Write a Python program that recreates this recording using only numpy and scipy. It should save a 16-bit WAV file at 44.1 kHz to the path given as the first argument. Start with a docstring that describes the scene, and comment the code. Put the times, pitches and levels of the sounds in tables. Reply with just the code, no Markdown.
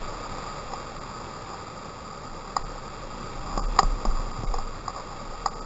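"""A kayak runs a whitewater drop, heard from inside a camera's waterproof housing.
From the start, filtered noise and bubbles make the rapid's roar, and slow noise makes the rumble of waves.
Then flung drops knock on the shell as short ringing blows, spray patters on it and the treble dips briefly.
A breaking wave later churns the water, while sine tones rising in pitch make pockets of air gulp.
Throughout, the recorder holds its samples at a low rate, which adds a tinny sheen."""
import sys
import numpy as np
from scipy import signal
from scipy.fft import rfft, irfft, next_fast_len
from scipy.io import wavfile
from scipy.ndimage import map_coordinates

SR = 44100
rng = np.random.default_rng(int(sys.argv[2]) if len(sys.argv) > 2 else 0)


def persist_wave(psi):
    """Save psi, clipped to +-1, as 16-bit WAV."""
    counts = np.round(np.clip(psi, -1, 1) * 32767).astype(np.int16)
    wavfile.write(sys.argv[1], SR, np.atleast_2d(counts).T)


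N = 249165

# Resonances of the housing: (pitch [Hz], width [Hz], level for outside sound [dB], level for a direct blow [dB])
HOUSING = [(539, 170, -3, -16.5), (787.6, 50, 2.5, 0.5), (905, 185, -2, -7), (1136.4, 109, -4, 2),
           (1264, 37, 2, -4.5), (1404, 71, -11, -18.5), (1906, 70, -23, -18.5)]
# Drops striking the housing; drops() adds 1 ms to the time and 1, 7 and 1 dB to the levels:
# (time [s], peak level of the ring [dB], level of the thud [dB], level of the crack [dB])
DROPS = [(0.381, -26, -38.5, -47), (0.733, -21.5, -40, -62.5), (2.564, -11, -38, -35.5),
         (3.575, -17.5, -22.5, -48.5), (3.788, 1, -28, -19.5), (3.829, -17, -26, -48),
         (4.051, -19, -24.5, -52), (4.434, -31.5, -30.5, -47.5), (4.538, -20, -38, -54),
         (4.583, -23, -36.5, -45), (4.878, -18.5, -41.5, -44.5), (5.458, -11, -37.5, -39)]


def amp(db):
    """Turn decibels into a gain."""
    return 10 ** (np.asarray(db) / 20)


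def unit(x):
    """Scale a sound to an rms (average strength) of 1."""
    return x / np.sqrt(np.mean(x ** 2) + 1e-20)


def curves(rows):
    """Draw straight lines between the rows: one value per sample for each column after the time."""
    times, *columns = np.transpose(rows)
    t = np.arange(N) / SR
    return [np.interp(t, times, column) for column in columns]


def wobble(rate):
    """Make a smooth random curve through `rate` random points a second."""
    points = rng.standard_normal(400)
    return map_coordinates(points, [np.arange(N) * rate / SR], mode="wrap")


def filtered(x, response):
    """Multiply each frequency in x by response(Hz), which may be complex."""
    n = x.shape[-1]
    padded = next_fast_len(n + SR // 10)  # room for ringing after the end
    spectrum = rfft(x, padded) * response(np.fft.rfftfreq(padded, 1 / SR))
    return irfft(spectrum, padded)[..., :n]


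def coloured(x, spectrum):
    """Shape x by (Hz, dB) points joined on a log pitch axis, then scale it to rms 1."""
    f, db = np.transpose(spectrum)
    return unit(filtered(x, lambda hz: amp(np.interp(np.log(hz + 1), np.log(f), db))))


def resonate(x, modes):
    """Ring x through resonances (Hz, width Hz, dB), each of which rings only after it is driven."""
    def response(f):
        total = 0
        for k, (centre, width, db) in enumerate(modes):
            damping = 1j * f * width
            sign = (-1) ** k  # neighbouring modes move in opposite directions
            total = total + sign * amp(db) * damping / (centre ** 2 - f ** 2 + damping)
        return total
    return filtered(x, response)


def water(bubble_hz, per_second, cycles, spread_db, bubbles_db):
    """Mix turbulent noise with a crowd of bubbles, each a short ring rising in pitch; rms 1."""
    noise = rng.standard_normal(N)
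    draw = rng.random((int(per_second * N / SR), 3))  # place, pitch and size of each bubble
    t = np.arange(SR // 40) / SR
    hz = bubble_hz * 2 ** (2 * draw[:, 1:2] - 1)  # up to an octave either way
    size = amp(spread_db * np.minimum(-np.log(1 - draw[:, 2:]), 4))  # many small, few large
    age = hz * t / cycles
    rising = 1 + 0.044 * np.minimum(age, 2)
    rings = size * np.exp(-2 * age) * np.sin(2 * np.pi * hz * t * rising)
    where = (draw[:, :1] * N).astype(int) + np.arange(len(t))
    crowd = np.bincount(where.ravel(), rings.ravel(), N)[:N]
    return unit(noise + amp(bubbles_db) * unit(crowd))


def rapid():
    """Breaking water drives the upper housing modes, slosh the lower; churn lies below, spray hiss above."""
    # strength of the rapid, strongest at the start: (time [s], level [dB])
    strength_points = [(0.0, -41), (0.33, -41.5), (1.49, -43.5), (1.87, -45), (2.63, -44), (3.01, -44.5),
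                       (3.93, -42.5), (4.58, -44.5), (5.65, -44)]
    # level of the spray hiss, lowest at the end: (time [s], level [dB])
    treble_points = [(0, -48), (.5, -48.5), (2.2, -53), (3.5, -50.5), (4.7, -52), (5.4, -52.5), (5.65, -55)]
    # colour of the churning water: (pitch [Hz], level per Hz [dB])
    churn_spectrum = [(30, -16), (52, -3.5), (85, 0.5), (145, 0.5), (230, -2.5), (340, -6.5), (480, -8),
                      (900, -32.5)]
    # colour of the spray hiss: (pitch [Hz], level per Hz [dB])
    hiss_spectrum = [(900, -29.5), (1450, -0.5), (1650, -2.5), (2350, 1), (2800, -0.5), (3000, -12.5),
                     (4300, -18), (6000, -17.5), (7600, -18)]
    roar_db, slosh_db = 0.28, 0  # each against the strength of the rapid
    churn_start_db, wave_churn_db = -43.5, 4.5  # level at the start; gain inside the breaking wave
    churn_fade_db_per_s = 0.5  # the water calms as the drop falls behind

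    strength_db, = curves(strength_points)
    treble_db, = curves(treble_points)
    modes = [(hz, width, db) for hz, width, db, _ in HOUSING]
    surge = wobble(13)  # shared by the roar, slosh and hiss

    foam = water(bubble_hz=1290, per_second=900, cycles=4.45, spread_db=2.5, bubbles_db=-12.5)
    roar = unit(resonate(foam, modes[3:])) * amp(strength_db + roar_db + 0.5 * surge)

    gurgle = water(bubble_hz=663, per_second=350, cycles=8.4, spread_db=2.5, bubbles_db=-13.5)
    slosh_level_db = strength_db + slosh_db + 0.16 * surge + 0.59 * wobble(24)
    slosh = unit(resonate(gurgle, modes[:3])) * amp(slosh_level_db)

    churn_db = churn_start_db - churn_fade_db_per_s * np.arange(N) / SR + wave_churn_db * in_wave()
    churn = coloured(rng.standard_normal(N), churn_spectrum) * amp(churn_db + 0.57 * wobble(19))

    spray = water(bubble_hz=2070, per_second=1200, cycles=3, spread_db=2.0, bubbles_db=-9.0)
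    hiss = coloured(spray, hiss_spectrum) * amp(treble_db + 0.45 * surge)
    return roar + slosh + churn + hiss


def shaking():
    """How hard the camera shakes: each jolt builds up quickly and dies away over the underlying rocking."""
    # rocking of the camera, least on the smooth tongue of water: (time [s], level [dB])
    rocking_points = [(0, -43), (1.0, -46.5), (1.7, -52), (2.6, -47), (4.3, -35.5), (4.9, -45), (5.65, -39)]
    # waves jolting the boat: (time [s], peak level [dB], time to fall by 60 dB [s])
    jolts = [(0.0, -32, 0.52), (0.28, -37.5, .8), (0.65, -39, 0.46), (0.94, -40.5, 0.56),
             (2.28, -38.5, 0.8), (2.58, -31.5, 0.83), (3.02, -40, .6), (3.35, -35.5, 1.2), (3.53, -28, 1.1),
             (3.62, -25, 0.98), (3.83, -17.5, 0.3), (3.9, -20.5, 0.13), (4.06, -16.5, 0.57),
             (4.46, -21, 0.48), (4.53, -25, 0.73), (5.27, -35.5, .6)]
    jolt_rise_s = 0.025
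    t = np.arange(N) / SR
    rocking_db, = curves(rocking_points)
    power = amp(rocking_db) ** 2
    for s, db, t60 in jolts:
        rise = np.clip((t - s) / jolt_rise_s, 0, 1)
        fall_db = 60 * np.maximum(t - s - jolt_rise_s, 0) / t60
        power += (rise * amp(db - fall_db)) ** 2
    return np.sqrt(power)


def rumble(top_hz=46):
    """The camera sways in slow, nearly even cycles as waves hit; its mount cannot follow faster jolts."""
    # colour of the swaying: (pitch [Hz], level per Hz [dB])
    sway_spectrum = [(8, -27.5), (18, -5.5), (30, -3.5), (35, -1), (45, -21.5), (80, -31), (200, -67)]
    sway = coloured(rng.standard_normal(N), sway_spectrum)
    even = sway / (np.abs(signal.hilbert(sway)) + 0.2)  # divide by its own swell to level the cycles
    return filtered(unit(even) * shaking(), lambda hz: 1 / np.sqrt(1 + (hz / top_hz) ** 10))


def peaked(x):
    """Scale a sound to a peak of 1."""
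    return x / np.abs(x).max()


def damped(x, hz, width):
    """Ring x through a broad resonance and then one three times as broad; peak 1."""
    return peaked(resonate(resonate(x, [(hz, width, 0)]), [(hz, 3 * width, 0)]))


def drops(splat_db=-24, splat_t60=0.028, spread=0.0029, film_t60=0.073, hardening=0.51,
          thud_hz=270, thud_width_hz=330, crack_hz=1920, crack_width_hz=260):
    """Each drop hits the shell and flattens into a film that damps the ring; it adds a thud and a crack."""
    out = np.zeros(N + SR)
    t = np.arange(SR // 8) / SR
    contact = (1 - np.exp(-t / spread)) * amp(-60 * t / film_t60)  # spread and decay times in seconds
    for s, peak_db, thud_db, crack_db in DROPS:
        half_noise = rng.standard_normal(len(t)) / 2
        force = amp(splat_db - 60 * t / splat_t60) * half_noise
        force[0] += 1  # the first sharp contact
        # dB per octave: a harder blow is shorter, so it favours the higher modes
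        tilt = hardening * (peak_db + 14.5)
        modes = [(hz, width, db + tilt * np.log2(hz / 1000)) for hz, width, _, db in HOUSING]
        ring = amp(peak_db + 1) * peaked(contact * resonate(force, modes))
        thud = amp(thud_db + 7.0) * damped(force, thud_hz, thud_width_hz)
        crack = amp(crack_db + 1.0) * damped(force, crack_hz, crack_width_hz)
        # fine spray thrown off the blow
        spit = amp(crack_db - 10.0 - 60 * t / 0.085) * rng.standard_normal(len(t))
        out[round((s + 0.001) * SR):][:len(t)] += ring + thud + crack + spit
    return out[:N]


def washes():
    """Crowds of fine droplets patter on the shell, in sheets of spray and just after each drop bursts."""
    # sheets of spray: (time of the middle [s], half length [s], level [dB])
    sheets = [(0.468, 0.022, -42), (1.514, .03, -39.5), (3.515, 0.07, -38), (3.765, 0.02, -38.5),
              (4.163, .06, -41), (4.981, 0.03, -38), (5.133, 0.0097, -43.5)]
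    scatter_delay_s, scatter_half_s = 0.015, 0.01
    scatter_db, scatter_grows = -32, 0.35  # level for a table peak of 0 dB; dB per dB of that peak
    t = np.arange(N) / SR
    scatter = [(s + scatter_delay_s, scatter_half_s, scatter_db + scatter_grows * peak_db)
               for s, peak_db, _, _ in DROPS]
    level = sum(amp(db) * np.exp(-((t - s) / half) ** 2 / 2) for s, half, db in sheets + scatter)
    patter = water(bubble_hz=960, per_second=1500, cycles=1.5, spread_db=1.5, bubbles_db=-1)
    modes = [(hz, width, db) for hz, width, _, db in HOUSING]
    return level * unit(resonate(patter, modes))


def dipped(x):
    """The treble drops away for a few milliseconds now and then, by turning down a high band."""
    # brief dips of the treble: (time [s], half length [s])
    dips = [(0.998, 0.008), (2.642, 0.0081), (3.612, 0.014), (3.671, .008), (4.326, 0.004), (4.462, 0.009),
            (4.505, 0.0031), (5.498, 0.0071), (5.548, 0.0055), (5.606, 0.0073)]
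    t = np.arange(N) / SR
    depth_db = 19.5 * sum(np.exp(-((t - s) / half) ** 2) for s, half in dips)
    treble = filtered(x, lambda hz: 1 - 1 / (1 + (hz / 1520) ** 16))
    return x - treble * (1 - amp(-depth_db))


def in_wave():
    """1 while the boat ploughs through the breaking wave, 0 outside it, with a ramp at each end."""
    enter_s, leave_s, ramp_s = 3.15, 4.42, 0.2
    t = np.arange(N) / SR
    return np.clip(np.minimum(t - enter_s, leave_s - t) / ramp_s + 0.5, 0, 1)


def gulps(rise=0.058, attack=0.00062):
    """Each pocket of air rings in the water and rises a little in pitch as it nears the surface."""
    # pockets of air by the hull:
    # (time [s], starting pitch [Hz], level before onset and decay [dB], time to fall by 60 dB [s])
    pockets = [(3.584, 188, -35, 0.13), (3.79, 400, -21, 0.065), (3.832, 140, -24.5, 0.062),
               (4.055, 213, -27, 0.077), (4.388, 106, -24, 0.083), (4.436, 126.6, -23, 0.056),
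               (4.541, 464, -29.5, 0.087), (4.472, 2150, -39, .06)]
    out = np.zeros(N + SR)
    t = np.arange(SR // 4) / SR
    for s, hz, db, t60 in pockets:
        envelope = amp(db - 60 * t / t60) * (1 - np.exp(-t / attack))  # attack in seconds
        rising = 1 + rise * np.minimum(t / t60, 1)
        out[round(s * SR):][:len(t)] += envelope * np.sin(2 * np.pi * hz * t * rising)
    return out[:N]


def scene():
    """The closed housing gives both channels the same sound."""
    mono = dipped(rapid() + washes() + drops()) + gulps() + rumble()
    return np.array([mono, mono])


def record(dry, ceiling=0.53, mirror_hz=330):
    """Hard knocks overload the microphone; holding low-band samples mirrors them around the hold rate."""
    hold_hz, top_hz = 6000, 7680  # rate of the held samples; highest pitch kept
    loaded = dry / (1 + (dry / ceiling) ** 4) ** (1 / 4)  # rounds off peaks near the ceiling
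    narrow = filtered(loaded, lambda hz: 1 / (1 + (hz / 2950) ** 80))
    upper = filtered(dry, lambda hz: hz > hold_hz / 2)
    # the bass is mirrored less
    bright = filtered(narrow, lambda hz: 0.49 + 0.51 * hz / np.hypot(hz, mirror_hz))
    mirrored = narrow + 2 * bright * np.cos(2 * np.pi * hold_hz * np.arange(N) / SR)

    def hold_response(hz):
        """Holding a sample weakens the highs (sinc); a gentle curve then lifts them."""
        lift_db = np.interp(hz, [3000, 4800, 7200], [0.8, 1.2, 2.2])
        return np.sinc(hz / hold_hz) * amp(lift_db)

    held = filtered(mirrored, hold_response)
    return filtered(held + amp(-6) * upper, lambda hz: np.clip((top_hz - hz) / 80, 0, 1))


dry = scene()
out = record(dry)
persist_wave(out)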